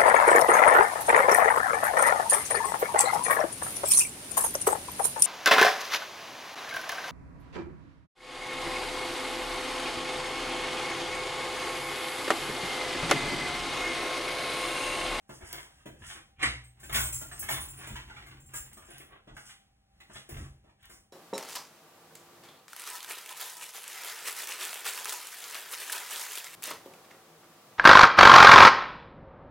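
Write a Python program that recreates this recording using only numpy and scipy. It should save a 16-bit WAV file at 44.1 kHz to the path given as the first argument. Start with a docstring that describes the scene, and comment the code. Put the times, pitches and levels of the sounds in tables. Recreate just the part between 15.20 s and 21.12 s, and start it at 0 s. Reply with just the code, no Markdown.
"""A hard kitchen where someone searches the cupboard and drawer, heard from the worktop.
Things bump, chatter and rattle as filtered impulses, and a catch snaps; cutlery rings as clusters of
decaying sines. Runners and dragged things rub as random slips, and the cabinet booms in its low modes.
The room answers with decaying random reflections; filtered noise is the air, wavering sines the fridge."""
import sys
import numpy as np
from scipy import signal
from scipy.fft import rfft, irfft
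from scipy.io import wavfile
from scipy.ndimage import uniform_filter1d

SR = 44100
rng = np.random.default_rng(int(sys.argv[2]) if len(sys.argv) > 2 else 0)


def output_pcm(signal):
    """Save a mono or channel-first signal as 16-bit PCM at the path in sys.argv[1].

    Samples are clipped to [-1, 1] before scaling.
    """
    pcm = np.clip(np.atleast_2d(signal).T, -1, 1) * 32767
    wavfile.write(sys.argv[1], SR, np.round(pcm).astype(np.int16))


N = 261160
TIME = np.arange(N) / SR

# Event levels are relative: the sources add their own trims.
# things bumping on wood: start_s, clack_db, hollow_body_db, tick_db, main_hz, second_hz, chatter_s
KNOCKS = [(0.0927, -41.5, -46.5, -53.5, 830, 1050, 0.013), (0.208, -50.5, -56, -61, 724, 1680, 0.0062),
          (0.331, -38.5, -54.5, -43, 1660, 1300, 0.0036), (0.657, -43, -43, -51, 630, 1890, 0.0076),
          (0.952, -40.5, -56, -70.5, 1490, 1020, 0.01), (1.194, -34.5, -86.5, -62.5, 1180, 2140, 0.017),
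          (1.597, -53.5, -74, -50.5, 2180, 1440, 0.021), (1.63, -43.5, -56, -46, 1610, 2830, 0.016),
          (1.694, -35, -57, -45.5, 960, 1410, 0.0049), (1.724, -29, -59.5, -39, 1250, 2200, 0.0035),
          (1.744, -21, -50.5, -25.5, 2300, 3620, 0.0059), (1.757, -24, -49.5, -25, 910, 1250, 0.0031),
          (1.78, -27.5, -59, -37.5, 1380, 3000, 0.0017), (1.802, -33, -56, -28.5, 860, 1400, 0.0022),
          (1.925, -43.5, -74, -35, 2300, 3440, 0.0015), (2.012, -41, -51, -36.5, 1390, 573, 0.0039),
          (2.114, -37.5, -79, -63, 1830, 1220, 0.0032), (2.222, -38, -55.5, -46, 2080, 1330, 0.013),
          (2.288, -23.5, -47, -33.5, 1020, 1330, 0.0018), (2.309, -29.5, -47, -31, 1350, 2630, 0.0016),
          (2.33, -35, -56, -44, 1560, 3300, 0.001), (2.369, -33.5, -59, -61, 1030, 1540, 0.0027),
          (2.437, -67, -76, -63, 950, 1500, 0.003), (2.586, -47, -65, -53, 2270, 830, 0.0098),
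          (2.632, -39.5, -64, -56, 790, 2330, 0.0085), (2.669, -40, -51.5, -44.5, 770, 2340, 0.0061),
          (2.755, -34.5, -60, -48.5, 1460, 2900, 0.007), (2.9, -45, -67, -86, 1520, 990, 0.0023),
          (2.963, -41, -70, -64, 1500, 2420, 0.005), (3.063, -45.5, -65.5, -53.5, 2000, 1290, 0.0067),
          (3.336, -37.5, -59, -38, 1660, 1160, 0.008), (3.569, -48, -58, -51, 1200, 690, 0.01),
          (3.686, -63, -55, -64, 1420, 680, 0.0036), (3.802, -46, -56.5, -72, 1210, 2120, 0.0039),
          (4.072, -47, -52, -75, 790, 1170, 0.027), (4.167, -39, -60, -51.5, 1600, 1850, 0.0015),
          (4.802, -47, -69, -58.5, 1960, 3600, 0.0055), (4.897, -50, -58, -81, 1410, 750, 0.0051),
          (4.955, -39, -56, -62, 1760, 3630, 0.006), (5.09, -45, -49.5, -42.5, 730, 1950, 0.0067),
          (5.44, -64, -62.5, -84.5, 543, 1200, 0.008), (5.493, -60, -76, -85, 1170, 783, 0.0049),
          (5.696, -52.5, -62, -49.5, 855, 1250, 0.013)]
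# the cupboard catch letting go: start_s, level_db, chatter_s
CATCH = [(1.2195, -36.5, 0.0021), (1.2273, -21.5, 0.0047), (1.2327, -26, 0.0015), (1.257, -29.5, 0.0013)]
# cutlery colliding: start_s, ring_db, piece
CLINKS = [(1.438, -57.5, "fork"), (1.636, -51, "spoon"), (1.728, -35, "knife"), (1.75, -37, "spoon"),
          (1.789, -35, "ladle"), (1.838, -32.5, "fork"), (1.927, -36.5, "spoon"), (1.94, -35, "spoon"),
          (2.117, -47, "fork"), (2.193, -36, "knife"), (2.293, -37.5, "knife"), (2.321, -37, "teaspoon"),
          (2.405, -38.5, "teaspoon"), (2.484, -45.5, "ladle"), (2.573, -49.5, "teaspoon"),
          (2.669, -49, "spoon"), (3.201, -60, "spoon"), (3.261, -56, "spoon"), (3.337, -47, "ladle"),
          (3.354, -36.5, "ladle"), (3.529, -55, "fork"), (3.649, -61, "spoon"), (3.703, -55, "ladle"),
          (3.781, -53.5, "knife")]
# ringing modes of each piece lying free: pitch_hz, level_db, t60_s
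CUTLERY = {"fork": [(7335, -10, .12), (8246, 0, .18), (9665, -10, .12), (13815, -4, .1), (15700, -9, .1)],
           "spoon": [(6585, -12, .12), (7536, 0, .16), (9668, -11, .1), (10048, -3, .16), (15700, -12, .1)],
           "knife": [(8257, -3, .13), (10056, -2, .13), (11574, 0, .12), (11810, -5, .08), (15633, 0, .12)],
           "teaspoon": [(9070, -13, .08), (9560, -9, .08), (9740, 0, .11), (13880, -5, .08),
           (15700, -11, .08)], "ladle": [(7410, -8, .14), (7570, -7, .14), (9657, 0, .14), (14222, -8, .1),
           (15611, -7, .12)]}
# how hard the drawer is worked along its runners: time_s, effort_db
DRAWER = [(1.57, -66.5), (1.74, -41.5), (2.001, -57), (2.38, -48), (2.58, -53), (2.821, -54), (3.25, -55.5),
          (3.55, -60), (3.84, -72), (3.97, -97)]
# things dragged over a shelf or brushed aside: fastest_s, rise_s, scrape_db, hiss_db, tilt_db_per_octave
STROKES = [(0.148, 0.054, -56, -54, -3), (0.225, 0.033, -52, -93, -4.5), (0.363, 0.17, -49.5, -52, -1),
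           (0.599, 0.66, -69, -73.5, -0.5), (0.893, 0.091, -46.5, -48.5, 2.5),
           (0.967, 0.068, -51, -64.5, -0.5), (1.226, 0.045, -38.5, -64, 4.5), (1.771, 0.068, -41, -51, 0.5),
           (2.204, 0.097, -62, -51.5, -4), (2.34, 0.1, -42, -66, 8.5), (2.71, 0.19, -50.5, -59.5, 0),
           (3.366, 0.047, -50, -51, 0), (3.759, 0.17, -52.5, -62.5, -0.5), (3.934, 0.064, -54.5, -99, -3),
           (4.195, 0.066, -61, -60.5, -4), (4.29, 0.059, -55, -52.5, 3), (4.967, 0.069, -47, -51.5, 3),
           (5.195, 0.14, -53.5, -54.5, -2), (5.488, 0.047, -67, -80.5, -5.5),
           (5.638, 0.05, -60.5, -67, 5.5), (5.741, 0.1, -62, -62.5, -4)]
# heavy jolts to the cabinet: start_s, boom_db, shudder_db, shove_s
JOLTS = [(0.226, -68, -38.5, 0.013), (0.793, -74.5, -45.5, 0.033), (1.24, -36.5, -44.5, 0.077),
         (1.743, -32.5, -52, 0.24), (2.299, -47, -49, 0.044), (2.695, -42, -36.5, 0.038),
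         (3.349, -73, -51.5, 0.061), (4.092, -65.5, -47.5, 0.043), (5.099, -55, -40.5, 0.13)]
# low panel modes of the cabinet carcass: pitch_hz, level_db, t60_s
CARCASS = [(61.9, 1, 0.67), (74.4, -1.5, 0.3), (121.2, -3, 0.87), (219.4, -1.5, 0.18), (263, -18.5, 0.1)]
# small dry clicks close by: start_s, level_db
CLICKS = [(0.093, -51), (0.3288, -25.5), (0.573, -65), (2.4845, -49), (3.533, -44.5), (3.7824, -39.5),
          (4.805, -74), (5.6303, -54), (5.656, -44)]

# smooth colour of an object's clack: freq_hz, level_db
CLACK_COLOUR = [(100, -38), (480, -0.5), (850, 3), (1400, 4.5), (2200, -1.5), (3400, 4.5), (5000, -1.5),
                (9000, -10), (16000, -86)]
# colour of the hollow cabinet body: freq_hz, level_db
BODY_COLOUR = [(40, -35.5), (130, 2), (175, -6), (230, -8.5), (340, -1), (430, 0), (530, 2.5), (660, 0),
               (900, -12), (1500, -44), (5000, -34.5)]
# colour of the hard, bright tick: freq_hz, level_db
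TICK_COLOUR = [(500, -52.5), (2500, -12.5), (4500, -2), (7000, 7.5), (10000, 6.5), (12500, 6),
               (16000, 10.5)]
# colour of the catch: freq_hz, level_db
SNAP_COLOUR = [(60, -19), (130, -22), (180, -34), (260, -16.5), (480, -12.5), (900, -5), (1400, -5),
               (1700, 3.5), (2050, 1.5), (2400, -6.5), (3000, -2), (4000, -3), (7000, -10.5), (9500, -11),
               (11500, -27.5), (16000, -27.5)]
# colour of coarse scraping before any tilt: freq_hz, level_db
SCRAPE_COLOUR = [(60, -21), (220, -17.5), (450, -4), (900, -0.5), (1600, 3.5), (2300, -4), (3600, 6.5),
                 (4600, -8), (6500, -27), (12000, -36)]
# colour of fine hissing friction: freq_hz, level_db
HISS_COLOUR = [(800, -18), (3000, -35), (5000, 7.5), (9500, 6.5), (12000, -4.5), (16000, -1.5)]
# colour of the cabinet's rumble: freq_hz, level_db
RUMBLE_COLOUR = [(20, -47), (32, -3.5), (50, 2), (80, 2), (105, -7.5), (145, -8.5), (175, -25.5),
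                 (260, -24.5), (600, -29), (2000, -89)]
# colour of the near clicks: freq_hz, level_db
CLICK_COLOUR = [(500, -45), (2500, -7.5), (4500, 6), (8000, -6.5), (12000, 2.5), (16000, 8)]
# panel resonances standing out of every colour above: pitch_hz, width_hz, lift_db
PANELS = [(132.3, 7.1, 19.5), (211.6, 50, 11.5), (322, 180, 9.5), (930, 70, -0.5), (2120, 840, 7.5)]
# hollow resonances of the doors: pitch_hz, width_hz, lift_db
DOOR = [(248, 99, 4.5), (345, 60, 3.5), (640, 150, 5.5)]

# decay time of the room: freq_hz, t60_s
ROOM_T60 = [(100, 0.321), (500, 0.39), (1500, 0.33), (4000, 0.4), (9000, 0.34), (16000, 0.39)]
# colour of the room air: freq_hz, level_db
AIR_COLOUR = [(20, -15), (48, 7), (90, 1), (200, -6.5), (450, -19.5), (760, -13.5), (900, -22),
              (1600, -19.5), (4000, -22.5), (15000, -33.5)]
# fridge hum before its flutter: pitch_hz, level_db
FRIDGE = [(50, -93), (199, -85), (786, -81)]
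# side over mid, before the delayed crossing combs both: freq_hz, level_db
WIDTH = [(60, 0.5), (200, 14.5), (450, 13.5), (800, 12), (1400, 2.5), (2400, 2.5), (5000, 0), (16000, 2)]
# how alike side and mid are: freq_hz, correlation
LIKENESS = [(100, 0.73), (700, 0.23), (1500, .5), (3000, 0.17), (7000, 0.65), (16000, 0.46)]

STOP_SHARE = 0.55  # a stroke slows down in this share of its rise time
SHUDDER_RISE_S, SHUDDER_SHARE = 0.027, 0.6  # build-up; decay time as a share of the shove
GRIP_SHARE = 0.68  # lying in a heap, cutlery rings for this share of its free time
SETTLE_S = 0.027  # decay time of the stir after a cutlery collision
REACH_S = 0.17  # the hands move on to another spot in this time
PORT_LAG = 5  # samples by which each side reaches the other late
EDGE_HZ = 15950  # upper band limit


def knocks(clack_db=23, body_db=30, tick_db=28, width=0.22, lift_db=8, second_width=0.64, second_lift_db=7):
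    """A blow pushes the hollow cabinet once; the object chatters at its damped resonances, ticks and rattles."""
    clack, body, tick = np.zeros((3, N))
    for s, clack_level, body_level, tick_level, hz, second_hz, chatter in KNOCKS:
        force = contact(chatter, first=1.0)
        # widths are shares of each resonance's pitch
        own = [(hz, width * hz, lift_db), (second_hz, second_width * second_hz, second_lift_db)]
        clack_gain = amp(clack_level + clack_db)
        add(clack, s, clack_gain * ring(force, CLACK_COLOUR, own + some_object()))
        add(clack, s, clack_gain * rattle())
        add(body, s, amp([body_level + body_db]))  # a single-sample push
        add(tick, s, amp(tick_level + tick_db) * force)
    return clack + ring(body, BODY_COLOUR, DOOR) + ring(tick, TICK_COLOUR)


def rattle(loss_db=-7, gap_s=0.016, count=2):
    """A struck object lands again at uneven gaps, each time weaker and on an edge with other resonances."""
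    out = np.zeros(SR // 4)
    landings = np.cumsum(gap_s * (.5 + rng.random(count)))
    for k, s in enumerate(landings):
        add(out, s, amp(loss_db * (k + 2)) * ring([1.], CLACK_COLOUR, some_object()))
    return out


def some_object(count=7):
    """Each tin, jar or box has short resonances of its own over two and a half octaves, as pitch, width, lift."""
    octave_share = (np.arange(count) + rng.random(count)) / count
    return [(hz, 25 + hz / 36, 8) for hz in 600 * 6 ** octave_share]


def catch(level_db=28):
    """The catch slips, then snaps: bursts of contact sound its colour and the panels."""
    force = np.zeros(N)
    for s, db, chatter in CATCH:
        add(force, s, amp(db + level_db) * contact(chatter, first=0.23))
    return ring(force, SNAP_COLOUR)


def cutlery(ring_db=30, tick_db=26, chatter=0.017):
    """Steel pieces collide with a hard tick and ring in their own modes."""
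    rings, ticks = np.zeros((2, N))
    for s, db, piece in CLINKS:
        add(rings, s, amp(db + ring_db) * steel(piece, spread=.006))
        add(ticks, s, amp(db + tick_db) * contact(chatter))
    return rings + ring(ticks, TICK_COLOUR)


def steel(piece, spread, strike_db=4, count=3):
    """One piece's ring, energy 1: close modes shift with how it lies; the spot struck sets their strength."""
    t = np.arange(SR // 4) / SR
    hz, mode_db, t60 = np.transpose(CUTLERY[piece] * count)[:, :, None]
    shift, phase, spot = rng.standard_normal((3, len(hz), 1))
    decay = amp(mode_db + strike_db * spot - 60 * t / (GRIP_SHARE * t60))
    modes = decay * np.sin(2 * np.pi * (hz * (1 + spread * shift) * t + phase))
    tone = modes.sum(0)
    return tone / np.linalg.norm(tone)


def jiggle(ring_db=-25, tick_db=-12, per_s=14, count=3):
    """Many unlike pieces in the drawer keep tapping their neighbours at random while the heap is stirred."""
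    pieces, motion = list(CUTLERY) * count, unrest()
    taps = [slips(per_s, 0.736, 0) * motion for _ in pieces]
    rings = np.zeros(N)
    for force, piece in zip(taps, pieces):
        rings += signal.oaconvolve(force, steel(piece, spread=.04))[:N]
    return amp(ring_db) * rings + amp(tick_db) * ring(sum(taps), TICK_COLOUR)


def unrest(clink_db=-2, drawer_db=-14):
    """How much loose cutlery moves: the drawer rocks it, and each collision stirs it for a moment."""
    t = np.arange(SR // 2) / SR
    power = (amp(drawer_db) * drawer_effort()) ** 2
    for s, db, _ in CLINKS:
        add(power, s, (amp(db + clink_db) * np.exp(-t / SETTLE_S)) ** 2)
    return np.sqrt(power)


def rummaging(clack_db=-13, body_db=-19, per_s=5, count=5):
    """A few loose things in the moving drawer nudge each other and its sides at random."""
    effort = drawer_effort()
    nudges = [slips(per_s, 2.5, 0) * effort for _ in range(count)]
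    clack = sum(ring(force, CLACK_COLOUR, some_object()) for force in nudges)
    return amp(clack_db) * clack + amp(body_db) * ring(sum(nudges), BODY_COLOUR)


def drawer_effort():
    """The push on the drawer as a gain for every sample; zero before its first point and after its last."""
    s, db = np.transpose(DRAWER)
    return amp(np.interp(TIME, s, db)) * (TIME > s[0]) * (TIME < s[-1])


def sliding(scrape_db=0, hiss_db=1, runner_scrape_db=-20, runner_hiss_db=-19, grip_db=1.5):
    """The drawer's runners and each stroke rub: coarse slips sound the dragged object, fine ones hiss."""
    coarse = slips(170, 3.5, 0.3)
    fine = slips(760, 7.3, 0.74)
    # the grip comes and goes, so the coarse slips swell and fade
    coarse = unit(coarse * amp(grip_db * wobble(size=700)))
    effort = drawer_effort()
    scrape = amp(runner_scrape_db) * ring(effort * coarse, SCRAPE_COLOUR, some_object())
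    hiss = amp(runner_hiss_db) * effort * fine
    for s, rise, scrape_level, hiss_level, tilt_db in STROKES:
        speed = stroke_speed(s, rise)
        moving = speed > 0
        rub = drag(coarse[moving], speed[moving], tilt_db)
        add(scrape, TIME[moving][0], amp(scrape_level + scrape_db) * rub)
        hiss += amp(hiss_level + hiss_db) * speed * fine
    return scrape + ring(hiss, HISS_COLOUR)


def stroke_speed(s, rise):
    """A hand speeds up until time s and slows down more quickly; the peak speed is 1."""
    t = TIME - s
    reach = t / np.where(t < 0, rise, rise * STOP_SHARE)
    return np.exp(-2 * np.minimum(reach ** 2, 20)) * (abs(reach) < 2)


def drag(force, speed, tilt_db, glide=0.16):
    """A dragged object's resonances rise and sink with its speed as the contact shifts."""
    colour = [(hz, db + tilt_db * np.log2(hz)) for hz, db in SCRAPE_COLOUR]
    rub = ring(force, colour, some_object())
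    position = np.cumsum(1 + glide * (speed - 1))  # varispeed read-out, in samples
    return speed * np.interp(position, np.arange(len(rub)), rub)


def slips(per_s, spread_db, smooth):
    """Friction or random taps: sparse slips of uneven size over an even rub (smooth 0: none), rms 1."""
    size = amp(spread_db * np.minimum(rng.exponential(1, N), 4)) * rng.choice([-1, 1], N)
    sparse = unit(size * (rng.random(N) < per_s / SR))
    return unit(sparse + smooth * rng.standard_normal(N))


def cabinet(level_db=-1):
    """The carcass booms: low coloured noise, levelled and then driven by how much it is shaken."""
    boom = ring(rng.standard_normal(N), RUMBLE_COLOUR)
    boom /= np.sqrt(uniform_filter1d(boom ** 2, size=3000) + 1e-9)
    return amp(level_db) * boom * shaking()


def shaking(drawer_db=0, stroke_db=-8, knock_db=-8, knock_s=0.12):
    """How much the cabinet shakes: the drawer, dragged things, knocks and jolts add their power."""
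    t = np.arange(SR) / SR
    power = (amp(drawer_db) * drawer_effort()) ** 2
    for s, rise, scrape_level, *_ in STROKES:
        power += (amp(scrape_level + stroke_db) * stroke_speed(s, rise)) ** 2
    swell = 1 - np.exp(-t / SHUDDER_RISE_S)
    for s, _, body_level, *_ in KNOCKS:
        add(power, s, (amp(body_level + knock_db) * swell * np.exp(-t / knock_s)) ** 2)
    for s, _, level, shove in JOLTS:
        # the shudder holds for the shove, then dies away
        release = np.exp(-np.maximum(t - shove, 0) / (SHUDDER_SHARE * shove))
        add(power, s, (amp(level) * swell * release) ** 2)
    return np.sqrt(power)


def jolts(swell_s=0.029):
    """A jolt swells into the low modes of the carcass, which then die away."""
    out, t = np.zeros(N), np.arange(SR) / SR
    for s, level, _, _ in JOLTS:
        boom = np.zeros(SR)
        for hz, db, t60 in CARCASS:
            boom += amp(level + db - 60 * t / t60) * np.sin(2 * np.pi * (hz * t + rng.random()))
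        add(out, s, boom * (1 - np.exp(-t / swell_s)))
    return out


def clicks(level_db=19, chatter=0.0012):
    """Very short bright clicks, each one touch with a little chatter."""
    force = np.zeros(N)
    for s, db in CLICKS:
        add(force, s, amp(db + level_db) * contact(chatter, first=1.0))
    return ring(force, CLICK_COLOUR)


def contact(chatter, first=1.8, per_s=2500, size=4096):
    """One touch, then the chatter of small random bounces that swells and dies after it, with energy 1."""
    t = np.arange(size) / SR
    force = rng.standard_normal(size) * (rng.random(size) < per_s / SR)
    force *= (1 - np.exp(-t / .0012)) * np.exp(-t / max(chatter, 1e-4))
    force[0] = first / 2
    return force / np.linalg.norm(force)


def ring(force, colour, own=(), size=8192):
    """A force drives a causal filter of energy 1: smooth colour, panel resonances and the object's own."""
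    hz = abs(np.fft.fftfreq(size, 1 / SR))
    db = read(colour, hz)
    for f, width, lift in [*PANELS, *own]:
        db = db + lift / (1 + (2 * (hz - f) / width) ** 2)
    # minimum phase: the Hilbert transform of the log gain sets the phase
    spectrum = np.exp(np.conj(signal.hilbert(np.log(amp(db)))))
    taps = np.fft.ifft(spectrum).real[:size // 2]
    return signal.oaconvolve(force, taps / np.linalg.norm(taps))[:N]


def kitchen(x, direct_db=-8, early_db=3, early_s=0.04, per_s=5000, count=4):
    """Weak direct sound, strong early and dense late reflections in mid and side, shifting as the hands move."""
    t = np.arange(SR * 2 // 3) / SR
    out = amp(direct_db) * x * np.array([[1], [0]])
    for spot in range(count):
        taps = rng.choice([-1., 1.], (2, len(t))) * (rng.random((2, len(t))) < per_s / SR)
        hz, frame_s, z = signal.stft(taps, SR, nperseg=256)
        decay = amp(-60 * frame_s / read(ROOM_T60, hz)[:, None])
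        tail = signal.istft(z * decay, SR)[1][:, :len(t)]
        tail *= amp(early_db * np.exp(-t / early_s))
        tail /= np.linalg.norm(tail, axis=1, keepdims=True)
        # crossfade round the spots in turn, one every REACH_S
        away = abs((TIME / REACH_S - spot) % count - count / 2)
        here = x * np.cos(np.pi / 2 * np.minimum(away, 1))
        out += signal.fftconvolve(here[None], tail, axes=1)[:, :N]
    return out


def ports(field):
    """A stereo pair: each side is crossed with the other a few samples late, which combs mid and side."""
    hz = np.fft.rfftfreq(N, 1 / SR)
    front, across = rfft(field)
    late = np.exp(-2j * np.pi * hz * PORT_LAG / SR)
    like = np.clip(read(LIKENESS, hz), -1, 1)
    mid = front * (late + 1) / 2
    blend = like * front + np.sqrt(1 - like ** 2) * across
    side = blend * (late - 1) / 2 * amp(read(WIDTH, hz))
    return irfft(np.array([mid + side, mid - side]), N)


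def background(air_db=-69.5, waver=0.003, swell_db=2.7, hum_flutter_db=3.0):
    """Room air whose bass and upper part swell separately; the fridge hum wavers in pitch and level."""
    f = np.fft.rfftfreq(N, 1 / SR)
    colour = amp(read(AIR_COLOUR, f))
    air = np.array([unit(irfft(rfft(rng.standard_normal(N)) * colour, N)) for _ in range(2)])
    bass = irfft(rfft(air) / (1 + (f / 150) ** 4), N)
    air = sum(amp(air_db + swell_db * wobble(size=4000)) * part for part in (bass, air - bass))
    bent_time = TIME + waver * np.cumsum(wobble(size=2000)) / SR
    hum = np.zeros(N)
    for hz, db in FRIDGE:
        level = amp(db + hum_flutter_db * wobble(size=1500)) * np.sqrt(2)
        hum += level * np.sin(2 * np.pi * (hz * bent_time + rng.random()))
    return air + hum * np.array([[1], [.4]])


def wobble(size):
    """Slow random drift of rms 1 that changes over about size samples."""
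    return unit(uniform_filter1d(uniform_filter1d(rng.standard_normal(N), size), size))


def amp(db):
    """Decibels to gain."""
    return 10 ** (np.asarray(db) / 20)


def unit(x):
    """Scales to rms 1."""
    return x / np.sqrt(np.mean(x ** 2) + 1e-20)


def read(points, hz):
    """Reads a table on a log-frequency axis."""
    f, value = np.transpose(points)
    return np.interp(np.log(hz + 1), np.log(f + 1), value)


def add(mix, s, sound):
    """Mixes a sound in at time s."""
    part = mix[max(round(s * SR), 0):][:len(sound)]
    part += sound[:len(part)]


def scene(click_room_db=-6):
    """Handling sounds cross the room; near clicks and the boom carried by the worktop arrive directly."""
    near = clicks()
    handling = knocks() + catch() + cutlery() + jiggle() + rummaging() + sliding()
    field = kitchen(handling + amp(click_room_db) * near) + background()
    direct = near + cabinet() + jolts()
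    return ports(field + direct * np.array([[1], [0]]))  # direct sound enters the front channel only


def record(dry):
    """A steep low-pass takes off the extreme treble."""
    lowpass = signal.firwin(511, EDGE_HZ, window=("kaiser", 9), fs=SR)
    return signal.oaconvolve(dry, lowpass[None], "same")


dry = scene()
out = record(dry)
output_pcm(out)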